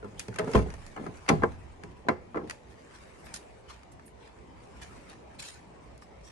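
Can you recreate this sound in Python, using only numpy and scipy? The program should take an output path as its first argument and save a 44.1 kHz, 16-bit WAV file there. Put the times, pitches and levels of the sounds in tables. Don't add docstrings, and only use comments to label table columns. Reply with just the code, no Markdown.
import sys
import numpy as np
from scipy import signal
from scipy.fft import rfft, irfft, next_fast_len
from scipy.io import wavfile
from scipy.ndimage import map_coordinates

SR = 44100
rng = np.random.default_rng(int(sys.argv[2]) if len(sys.argv) > 2 else 0)


def generate_wav(signal):
    frames = np.transpose(np.atleast_2d(signal))
    scaled = np.clip(frames, -1, 1) * 32767
    pcm = np.round(scaled).astype(np.int16)
    wavfile.write(sys.argv[1], SR, pcm)


N = 278599
TIME = np.arange(N) / SR
RING_TIME = TIME[:2 ** 15]
TICK_SIZE = 2 ** 13
BANDS = 25 * 2 ** (np.arange(28) / 3)
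TOP_HZ = 11900

# time_s, level_db
TRAFFIC_LEVEL = [(0, -52.5), (1.7, -51), (3.3, -53.5), (4, -53), (4.7, -50.5), (6.32, -51.5)]
# pitch_hz, level_db
TRAFFIC_COLOUR = [(20, -27), (40, -10.5), (60, 8), (85, -2), (150, -3.5), (260, -8), (400, -6), (700, -9.5),
                  (950, -10.5), (1400, -23), (2300, -22.5), (3500, -32.5), (8000, -40), (10500, -76),
                  (12000, -86)]

# pitch_hz, level_db (per Hz)
CLOTH_COLOUR = [(500, 7.5), (1200, 5.5), (2200, 4), (3500, -5.5), (6000, -6.5), (9500, -8.5),
                (12000, -22.5)]
# peak_s, half_length_s, level_db
TURNS = [(0.551, 0.05, -43.5), (0.587, 0.38, -55), (1.205, 0.31, -55.5), (3.143, 0.3, -55.5),
         (4.926, 0.19, -54.5)]
STIR_DB = -65

# peak_s, rise_s, level_db, treble_tilt_db (per octave)
SCUFFS = [(0.206, 0.024, -49.5, 3), (2.504, 0.034, -59, 0.5), (2.713, 0.0075, -58.5, 3.5),
          (2.956, 0.014, -56.5, 1.5), (3.264, 0.017, -59.5, 9), (3.353, 0.014, -43, 8),
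          (3.703, 0.017, -49, 0.5), (3.741, 0.016, -52.5, -1.5), (3.923, 0.0053, -58, 12),
          (4.068, 0.0082, -49.5, 29), (4.26, 0.045, -57, -2), (4.83, 0.014, -47.5, 2.5),
          (5.105, 0.018, -48.5, -4), (5.399, 0.0086, -42, 3), (5.426, 0.0048, -43, 5),
          (5.452, 0.02, -44, 5), (5.495, 0.042, -47.5, 4), (6.024, 0.0079, -55.5, 6),
          (6.279, 0.038, -57, 5)]
# pitch_hz, level_db (per Hz)
SOLE_COLOUR = [(400, -6), (1000, 3.5), (2200, 1), (3300, 0.5), (5500, -5), (9500, -12), (12000, -25.5)]
FALL_S, FALL_PER_RISE = 0.0073, 0.92

GRIT_PER_S, GRIT_DB, GRIT_SPREAD_DB, GRIT_TILT_DB = 0.7, -32.5, 4, -6
DRAG_GRIT_PER_S, DRAG_GRIT_REF_DB = 260, -44

# start_s, level_db, treble_tilt_db (per octave), ping_hz, ping_db
TICKS = [(0.027, -32, -11, 1415, -38), (0.044, -29, 3.5, 1350, -36), (0.1943, 3, 3, 2450, -32),
         (0.201, -6, -4, 5680, -42), (0.282, -8, -5, 5630, -55), (0.327, -24, -12, 1460, -42),
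         (0.341, -13, -4, 1500, -40), (0.359, -10.5, 1, 2350, -39), (0.387, -2, 1, 3150, -31.5),
         (0.393, -6, -2, 1950, -30), (0.445, -18, 0, 1280, -40), (0.476, -17, -6, 1450, -40),
         (0.515, -10, -2, 1300, -41), (0.534, -4, -8, 5100, -34), (0.552, 1, -7, 3140, -27),
         (0.557, -10, 6, 1940, -35), (0.565, -7, -9, 2440, -30), (0.575, -7, -6, 1573, -29),
         (0.59, -10.5, 0, 2300, -36), (0.685, -29, -8, 1480, -44), (0.702, -10, -6.5, 5810, -47),
         (0.739, -10.5, -3.5, 1790, -43), (0.864, -11.5, -1, 6000, -61), (0.964, -20, -4, 2880, -45),
         (1.064, -13, -8, 1220, -35), (1.171, -18, -0.5, 5000, -58), (1.263, -17, -9, 2100, -48),
         (1.28, -8, -11, 2600, -37), (1.288, 7.5, -3, 6020, -23), (1.292, 10.5, -4, 2050, -18),
         (1.299, -3, -14, 3630, -36), (1.434, -9, -3.5, 1600, -14), (1.835, -10, -6, 2280, -48),
         (2.086, 1.5, -8, 4030, -31.5), (2.358, -17, -10, 1600, -35), (2.372, -17.5, -11, 1710, -33),
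         (2.497, 1.5, -3.5, 1890, -30), (2.508, 0, -4.5, 1900, -37), (3.267, -15.5, -8, 2300, -58),
         (3.340, 0, 2, 5150, -37), (3.342, -9.5, 5, 1440, -35.5), (3.361, -5, -2, 5260, -39),
         (3.371, -13, 3, 10000, -51), (3.832, -19, -6, 1900, -57), (3.995, -23, -11, 1320, -52),
         (4.817, -13, -1, 1920, -54), (4.832, -14, 0, 6060, -46), (5.097, -22.5, 6.5, 4500, -49),
         (5.425, -18, 6, 2460, -45), (5.977, -23, 3.5, 4370, -61), (6.022, -23, -11, 1230, -42)]
# pitch_hz, level_db
TICK_COLOUR = [(200, -47), (800, -17), (1800, -6), (2450, -7), (3300, -15.5), (5000, -8.5), (6600, -8.5),
               (8400, -11), (10000, -11), (12000, -34)]
TICK_PEAKS_HZ = [1820, 2510, 4420, 4610, 4860, 5730, 6350, 6850, 8960, 9940]
PING_T60 = 0.034

# time_s, slips_per_s, level_db
CREAK_PATH = [(.425, 460, -58), (.445, 480, -41), (0.471, 390, -38), (.49, 445, -38.5), (.512, 438, -38),
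              (.535, 415, -53)]
CREAK_OVERTONES_DB = [7, -29, -15, -37]
# time_s, level_db (relative)
HANDLE_PULL = [(.39, -41), (.42, -34.5), (.45, -39), (.48, -38), (.53, -49), (.56, -68)]
# time_s, level_db (relative)
STRAP_SLIDE = [(.955, -61), (.975, -40), (1.02, -47), (1.07, -45), (1.13, -84)]
# pitch_hz, level_db, t60_s
LEVER_MODES = [(426, -22.5, 0.15), (635, -25, 0.15)]
LEVER_S = 0.394

CABIN_HZ, CABIN_T60, CABIN_DB, UNSEAL_S = 61.4, 0.4, -18.5, 0.556

# handle, lever on pawl, latch and seal, check strap and its notches, door on its stop.
# start_s, knock_db (relative), bass_db (beside the knock), contact_hz (treble cut),
# spot_hz (note of the struck spot), spot_db
BLOWS = [ (0.027, 0, 8, 1000, 430, -37.5), (0.044, 3, 7.5, 1420, 395, -35.5),
         (0.283, 4.5, 11.5, 800, 411, -31.5), (0.358, 2.5, 2, 2900, 1240, -41),
         (0.385, 12, -8, 3200, 1560, -23), (0.394, 13.5, -3, 2100, 1296, -23),
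         (0.535, 9, 10, 2860, 434, -42), (0.547, 27, 5, 930, 509, -16), (0.553, 22.5, 6.5, 1340, 1050, -12),
         (0.572, 15.5, 11.5, 1050, 530, -29), (0.589, 11.5, 7, 1480, 172, -30),
         (0.660, 5.5, 10, 820, 734, -33), (0.738, 2.5, -33, 1290, 900, -44),
         (0.778, -9, -7, 1390, 810, -46), (0.962, 6, -13, 1520, 750, -34.5),
         (0.973, 7.5, 0.5, 1690, 1250, -33.5), (1.010, 9, 2.5, 525, 274, -40),
         (1.062, 8.5, 7, 1310, 397, -32.5), (1.284, 11, -13, 2920, 2100, -32),
         (1.289, 24, -21, 3140, 1108, -11), (1.299, 27.5, 4, 1210, 373, -25),
         (1.314, 19.5, 12.5, 800, 233, -22), (1.421, 15.5, 8, 1500, 233, -31),
         (1.4338, 23.5, -20, 1480, 1050, -13.5), (1.438, 21, -18, 1430, 458, -15),
         (1.836, -2, 16, 1590, 412, -37.5), (2.049, 2, 3, 695, 566, -48), (2.066, 5.5, -3, 900, 700, -44),
         (2.0846, 26, -11, 1860, 997, -17), (2.090, 22, -5, 1100, 666, -15),
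         (2.3439, 12.5, -2.5, 1420, 820, -32), (2.356, 12, -12, 1450, 307, -26),
         (2.37, 16, -6, 1500, 463, -28), (2.413, 3.5, 4, 1210, 375, -44), (2.430, 5.5, -1, 740, 303, -36),
         (2.442, 5, 5.5, 690, 446, -36)]
SPOT_CYCLES = 39
FREE_S = 0.85

# pitch_hz, level_db, t60_s, left_minus_right_db
SHUT_MODES = [(105.7, 3.5, 0.29, 1), (122.2, 7.5, 0.12, -2), (178.1, 2, 0.3, -3), (204.2, 4, 0.17, -4),
              (344, -4, 0.14, -2), (387.7, 7.5, 0.11, -14), (425.7, 7.5, 0.17, 5.5), (458, -0.5, 0.2, -13),
              (491, 7.5, 0.12, 7), (570, -16, 0.12, 7), (646, -4.5, 0.13, 8), (872, -2, 0.11, 7),
              (1028, 2, 0.15, 4), (1250, 1, 0.062, 12), (1536, 5, 0.041, 11), (1800, 7, 0.044, 10)]
# pitch_hz, level_db, t60_s, left_minus_right_db
FREE_MODES = [(70, -7, 0.63, 0), (79.8, -15, 0.67, 0), (93, -8.5, 0.61, 3.5), (128.8, -8.5, 0.46, 0),
              (154.2, 3, 0.16, 3), (170.3, 1, 0.11, -15), (227.6, 1, 0.24, -9), (278, -2, 0.19, -6),
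              (300.5, -1.5, 0.27, 6), (359.7, 0.5, 0.35, -7), (383.4, -2.5, 0.26, 3), (424, 2, 0.3, -0.5),
              (496.4, -0.5, 0.35, 4), (671, 5.5, 0.064, 2.5), (808, 4, 0.082, 14),
              (1027, -4.5, 0.14, -22.5), (1148, 1.5, 0.086, -2), (1322, 3, 0.089, 6),
              (1623, -1.5, 0.054, 22.5), (1727, 5, 0.039, -2), (2028, 6, 0.064, 16), (2335, 11, 0.098, 5)]
# pitch_hz, level_db, t60_s
STEEL_MODES = [(2040, 22, 0.14), (2180, 19, 0.12), (2680, 14.5, 0.15), (2743, 17, 0.097), (3230, 24, 0.08),
               (3440, 13, 0.12), (4150, 20, 0.07), (4940, 12, 0.1), (6170, 14, 0.14), (6550, 7, 0.15),
               (7460, 5, 0.12), (9300, -14, 0.12)]
# pitch_hz, level_db
DOOR_BODY = [(25, -6), (55, -21), (85, -3.5), (130, -5.5), (220, -0.5), (450, -4), (750, -5.5), (1050, -6),
             (1500, -9), (2100, -6), (3000, -15), (12000, 22)]
# pitch_hz, t60_s
DOOR_T60 = [(60, 0.89), (150, 0.3), (400, 0.22), (1000, 0.17), (2200, 0.17), (5000, 0.13), (11000, 0.086)]
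# pitch_hz, level_db
METAL = [(300, -42), (1000, -2), (2200, 16), (3300, 11), (6000, -10), (9000, -24), (12000, -9)]

RING_CORNER_HZ, RING_POWER, CLICK_DB_PER_HZ = 1150, 0.11, -0.0021
LATCH_CLICK_DB, STRAP_CLICK_DB = -47.5, -55
RING_DB_PER_BASS_DB = 0.2662

# pitch_hz, side_re_mid_db
NEAR_SIDE = [(60, -1), (250, -15.5), (500, -2.5), (1000, 0), (2200, 1), (5000, -1)]
# pitch_hz, side_re_mid_db
FAR_SIDE = [(60, -3.5), (250, -10.5), (500, 1.5), (1000, 0), (2200, 0), (5000, -0.5)]
# pitch_hz, left_minus_right_db
BALANCE = [(60, -3), (150, -0.5), (500, -1), (1000, 2), (2200, 1), (5000, 2), (9000, -3)]


def amp(db):
    return 10 ** (np.asarray(db) / 20)


def at(table, hz):
    f, value = np.transpose(table)
    return np.interp(np.log(np.maximum(hz, 1)), np.log(f), value)


def curve(table):
    return np.interp(TIME, *np.transpose(table))


def unit(x):
    return x / np.sqrt(np.mean(x ** 2))


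def add(out, start_s, sound):
    i = max(int(start_s * SR), 0)
    out[:, i:i + sound.shape[1]] += sound[:, :N - i]


def fade(t60, size=len(RING_TIME)):
    return np.exp(-np.log(1000) * RING_TIME[:size] / t60)


def waver(step_s):
    knots = np.arange(0, TIME[-1], step_s)
    return np.interp(TIME, knots, rng.standard_normal(len(knots)))


def mid_side(mid, side, spread):
    return np.array([mid + spread * side, mid - spread * side]) / np.hypot(1, spread)


def stereo(pair, colour, width):
    n = next_fast_len(pair.shape[1])
    hz = np.fft.rfftfreq(n, 1 / SR)
    mid, side = rfft(pair, n) * amp(at(colour, hz))
    ports = mid_side(mid, side, amp(at(width, hz)))
    return irfft(ports, n)[:, :pair.shape[1]]


def shimmer(pair, depth_db, step_s, width_hz):
    hz, times, cells = signal.stft(pair, SR, nperseg=1024)
    place = np.meshgrid(hz / width_hz, times / step_s, indexing="ij")
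    random_map = rng.standard_normal((256, 256))
    levels = map_coordinates(random_map, place, order=1, mode="wrap")
    return signal.istft(cells * amp(depth_db * levels), SR)[1][:, :pair.shape[1]]


def grains(size, spread_db):
    strength = np.minimum(rng.exponential(size=size // 80 + 1), 4)
    return rng.standard_normal((2, size)) * amp(spread_db * np.repeat(strength, 80)[:size])


def mode(hz, t60):
    place, detune = rng.standard_normal(2)
    lag = np.sign(place) * np.arctan(amp(at(NEAR_SIDE, hz))) * np.array([[1], [-1]])
    pitch = hz * (1 + 0.0056 * detune)
    swing = np.sign(detune) * np.sin(2 * np.pi * pitch * RING_TIME + lag)
    build = 1 - np.exp(-RING_TIME / (0.00089 + 1 / hz))
    return swing * fade(t60) * build


def clusters(centres_hz, width_hz=14, widening=0.0028, between=0.2, size=len(RING_TIME)):
    hz = np.fft.rfftfreq(size, 1 / SR)
    hills = sum(1 / (1 + ((hz - f) / (width_hz + widening * f)) ** 2) for f in centres_hz)
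    return np.sqrt(between + hills)


def crowd(gains, t60s, peaks, build_cycles, tail_db, tail_t60, rise_s,
          first_db=4, first_cycles=32, size=len(RING_TIME)):
    hz = np.fft.rfftfreq(size, 1 / SR)
    noise = rfft(rng.standard_normal((2, size))) * peaks
    tail, out = amp(tail_db) * fade(tail_t60, size), 0
    for centre, gain, t60 in zip(BANDS, gains, t60s):
        band = abs(np.log2((hz + 1) / centre)) < 1 / 6
        build_s = rise_s + build_cycles / (centre + 100)
        build = 1 - np.exp(-(RING_TIME[:size] / build_s) ** 2)
        first = amp(first_db) * fade(min(t60, 0.02 + first_cycles / centre), size)
        pair = irfft(noise * band, size) * build * (first + fade(t60, size) + tail)
        energy = np.sum(pair ** 2, axis=1, keepdims=True)
        mid, side = pair * gain * np.sqrt(band.mean() / energy)
        out = out + mid_side(mid, side, amp(at(NEAR_SIDE, centre)))
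    return out


def traffic(gust_db=1.16):
    gusts = waver(.08)
    rumble = stereo(rng.standard_normal((2, N)), TRAFFIC_COLOUR, FAR_SIDE)
    rumble = shimmer(rumble, depth_db=3.5, step_s=.09, width_hz=110.2)
    return unit(rumble) * amp(curve(TRAFFIC_LEVEL) + gust_db * gusts)


def cloth(fits_db=1.5):
    fits = waver(.025)
    turns = sum(amp(db) ** 2 * np.exp(-((TIME - peak_s) / half_s) ** 2) for peak_s, half_s, db in TURNS)
    power = amp(STIR_DB) ** 2 + turns
    rub = stereo(grains(N, spread_db=1.5), CLOTH_COLOUR, FAR_SIDE)
    rub = shimmer(rub, depth_db=4.5, step_s=.04, width_hz=260)
    return unit(rub) * np.sqrt(power) * amp(fits_db * fits)


def scuff(rise_s, fall_s, db, tilt_db, jerk_db=2.0):
    colour = [(hz, level + tilt_db * np.log2(hz / 4000)) for hz, level in SOLE_COLOUR]
    past = RING_TIME - 3 * rise_s
    swell = np.exp(-(np.minimum(past, 0) / rise_s) ** 2 - np.maximum(past, 0) / fall_s)
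    jerks = waver(.008)[:len(RING_TIME)]
    crackle = stereo(grains(len(RING_TIME), spread_db=0.8), colour, FAR_SIDE)
    crackle = shimmer(crackle, depth_db=8.0, step_s=0.0397, width_hz=150)
    return amp(db + jerk_db * jerks) * swell * unit(crackle)


def tick(db, tilt_db):
    tilt = tilt_db * np.log2(np.maximum(BANDS, 700) / 4000)
    gains = amp(db + at(TICK_COLOUR, BANDS) + tilt)
    peaks = clusters(TICK_PEAKS_HZ, between=0.12, size=TICK_SIZE)
    return crowd(gains, np.full(len(BANDS), .016), peaks, build_cycles=0.61, tail_db=-16.5,
                 tail_t60=0.25, rise_s=0.00062, size=TICK_SIZE)


def grit():
    drag = sum(amp(db - DRAG_GRIT_REF_DB) * np.exp(-((TIME - peak_s - rise_s) / (2 * rise_s)) ** 2)
               for peak_s, rise_s, db, _ in SCUFFS)
    strength = np.minimum(rng.exponential(size=N), 3)
    chance = (GRIT_PER_S + DRAG_GRIT_PER_S * drag) / SR
    cracks = (rng.random(N) < chance) * amp(GRIT_SPREAD_DB * strength)
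    return signal.fftconvolve(cracks[None], tick(GRIT_DB, GRIT_TILT_DB), axes=1)[:, :N]


def creak(jitter=0.091, rough_db=4.5):
    times, rate, db = np.transpose(CREAK_PATH)
    unsteady, grip = waver(.002), waver(.003)
    slip_rate = np.interp(TIME, times, rate) * (1 + jitter * unsteady)
    phase = 2 * np.pi * np.cumsum(slip_rate) / SR
    note = unit(sum(amp(level) * np.sin(k * phase) for k, level in enumerate(CREAK_OVERTONES_DB, 1)))
    moving = (TIME > times[0]) * (TIME < times[-1])
    return note * amp(np.interp(TIME, times, db) + rough_db * grip) * moving


def slide(levels, modes, contact_hz, slips_per_s=260, slip_spread_db=6.5):
    strength = np.minimum(rng.exponential(size=N), 3)
    slips = unit((rng.random(N) < slips_per_s / SR) * amp(slip_spread_db * strength))
    moving = (TIME > levels[0][0]) * (TIME < levels[-1][0])
    slips = slips * amp(curve(levels)) * moving
    panel = door(modes, knock_db=7, bass_db=6.5, contact_hz=contact_hz, click_db=-51, ring=0.32)
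    panel = panel / np.sqrt(np.sum(panel[0] ** 2))
    return signal.fftconvolve(slips[None], panel, axes=1)[:, :N]


def lever():
    return sum(amp(db) * mode(hz, t60) for hz, db, t60 in LEVER_MODES)


def cabin():
    swing = np.sin(2 * np.pi * CABIN_HZ * RING_TIME)
    boom = swing * fade(CABIN_T60) * (1 - np.exp(-RING_TIME / 0.0014))
    return amp(CABIN_DB) * np.array([boom, boom])


def contact(hz, bass_db, contact_hz, shelf_hz=230, steep=5.17):
    bass = amp(bass_db / (1 + (hz / shelf_hz) ** 4))
    return bass / np.hypot(1, (hz / contact_hz) ** steep)


def door(modes, knock_db, bass_db, contact_hz, click_db, ring, panel_db=-58, steel_db=-43,
         crowd_db=-2.0, metal_db=9.0, spot_db=1.15):
    body = amp(knock_db + at(DOOR_BODY, BANDS)) * contact(BANDS, bass_db, contact_hz)
    click = amp(click_db + metal_db + at(METAL, BANDS))
    peaks = clusters([row[0] for row in modes + STEEL_MODES])
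    out = amp(crowd_db) * crowd(np.hypot(body, click), ring * at(DOOR_T60, BANDS), peaks,
                                build_cycles=0.75, tail_db=-22.5, tail_t60=0.57, rise_s=0.0003)
    for hz, db, t60, pan_db in modes:
        ports = amp(np.array([[pan_db], [-pan_db]]) / 2 + spot_db * rng.standard_normal())
        push = contact(hz, bass_db, contact_hz)
        out += amp(panel_db + knock_db + db) * push * ports * mode(hz, ring * t60)
    for hz, db, t60 in STEEL_MODES:
        out += amp(steel_db + click_db + db) * mode(hz, ring * t60)
    return out


def blow(start_s, knock_db, bass_db, contact_hz):
    if start_s < FREE_S:
        modes, near_db = SHUT_MODES, LATCH_CLICK_DB
    else:
        modes, near_db = FREE_MODES, STRAP_CLICK_DB
    click_db = knock_db + near_db + CLICK_DB_PER_HZ * contact_hz
    ring = (RING_CORNER_HZ / contact_hz) ** RING_POWER * amp(RING_DB_PER_BASS_DB * bass_db)
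    return door(modes, knock_db, bass_db, contact_hz, click_db, ring)


def scene():
    out = traffic() + cloth()
    for peak_s, rise_s, db, tilt_db in SCUFFS:
        add(out, peak_s - 3 * rise_s, scuff(rise_s, FALL_S + FALL_PER_RISE * rise_s, db, tilt_db))
    out += grit()
    for start_s, db, tilt_db, ping_hz, ping_db in TICKS:
        add(out, start_s, tick(db, tilt_db))
        add(out, start_s, amp(ping_db) * mode(ping_hz, PING_T60))
    out += creak()
    out += slide(HANDLE_PULL, SHUT_MODES, contact_hz=1460)
    out += slide(STRAP_SLIDE, FREE_MODES, contact_hz=1400)
    add(out, LEVER_S, lever())
    add(out, UNSEAL_S, cabin())
    for start_s, knock_db, bass_db, contact_hz, spot_hz, spot_db in BLOWS:
        add(out, start_s, blow(start_s, knock_db, bass_db, contact_hz))
        add(out, start_s, amp(spot_db) * mode(spot_hz, SPOT_CYCLES / spot_hz))
    return out


def record(dry):
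    n = next_fast_len(N + SR // 10)
    lean_db = at(BALANCE, np.fft.rfftfreq(n, 1 / SR)) / 2
    heard = irfft(rfft(dry, n) * amp([lean_db, -lean_db]), n)[:, :N]
    top_cut = signal.ellip(10, .2, 80, TOP_HZ, fs=SR, output="sos")
    return signal.sosfilt(top_cut, heard)


dry = scene()
out = record(dry)
generate_wav(out)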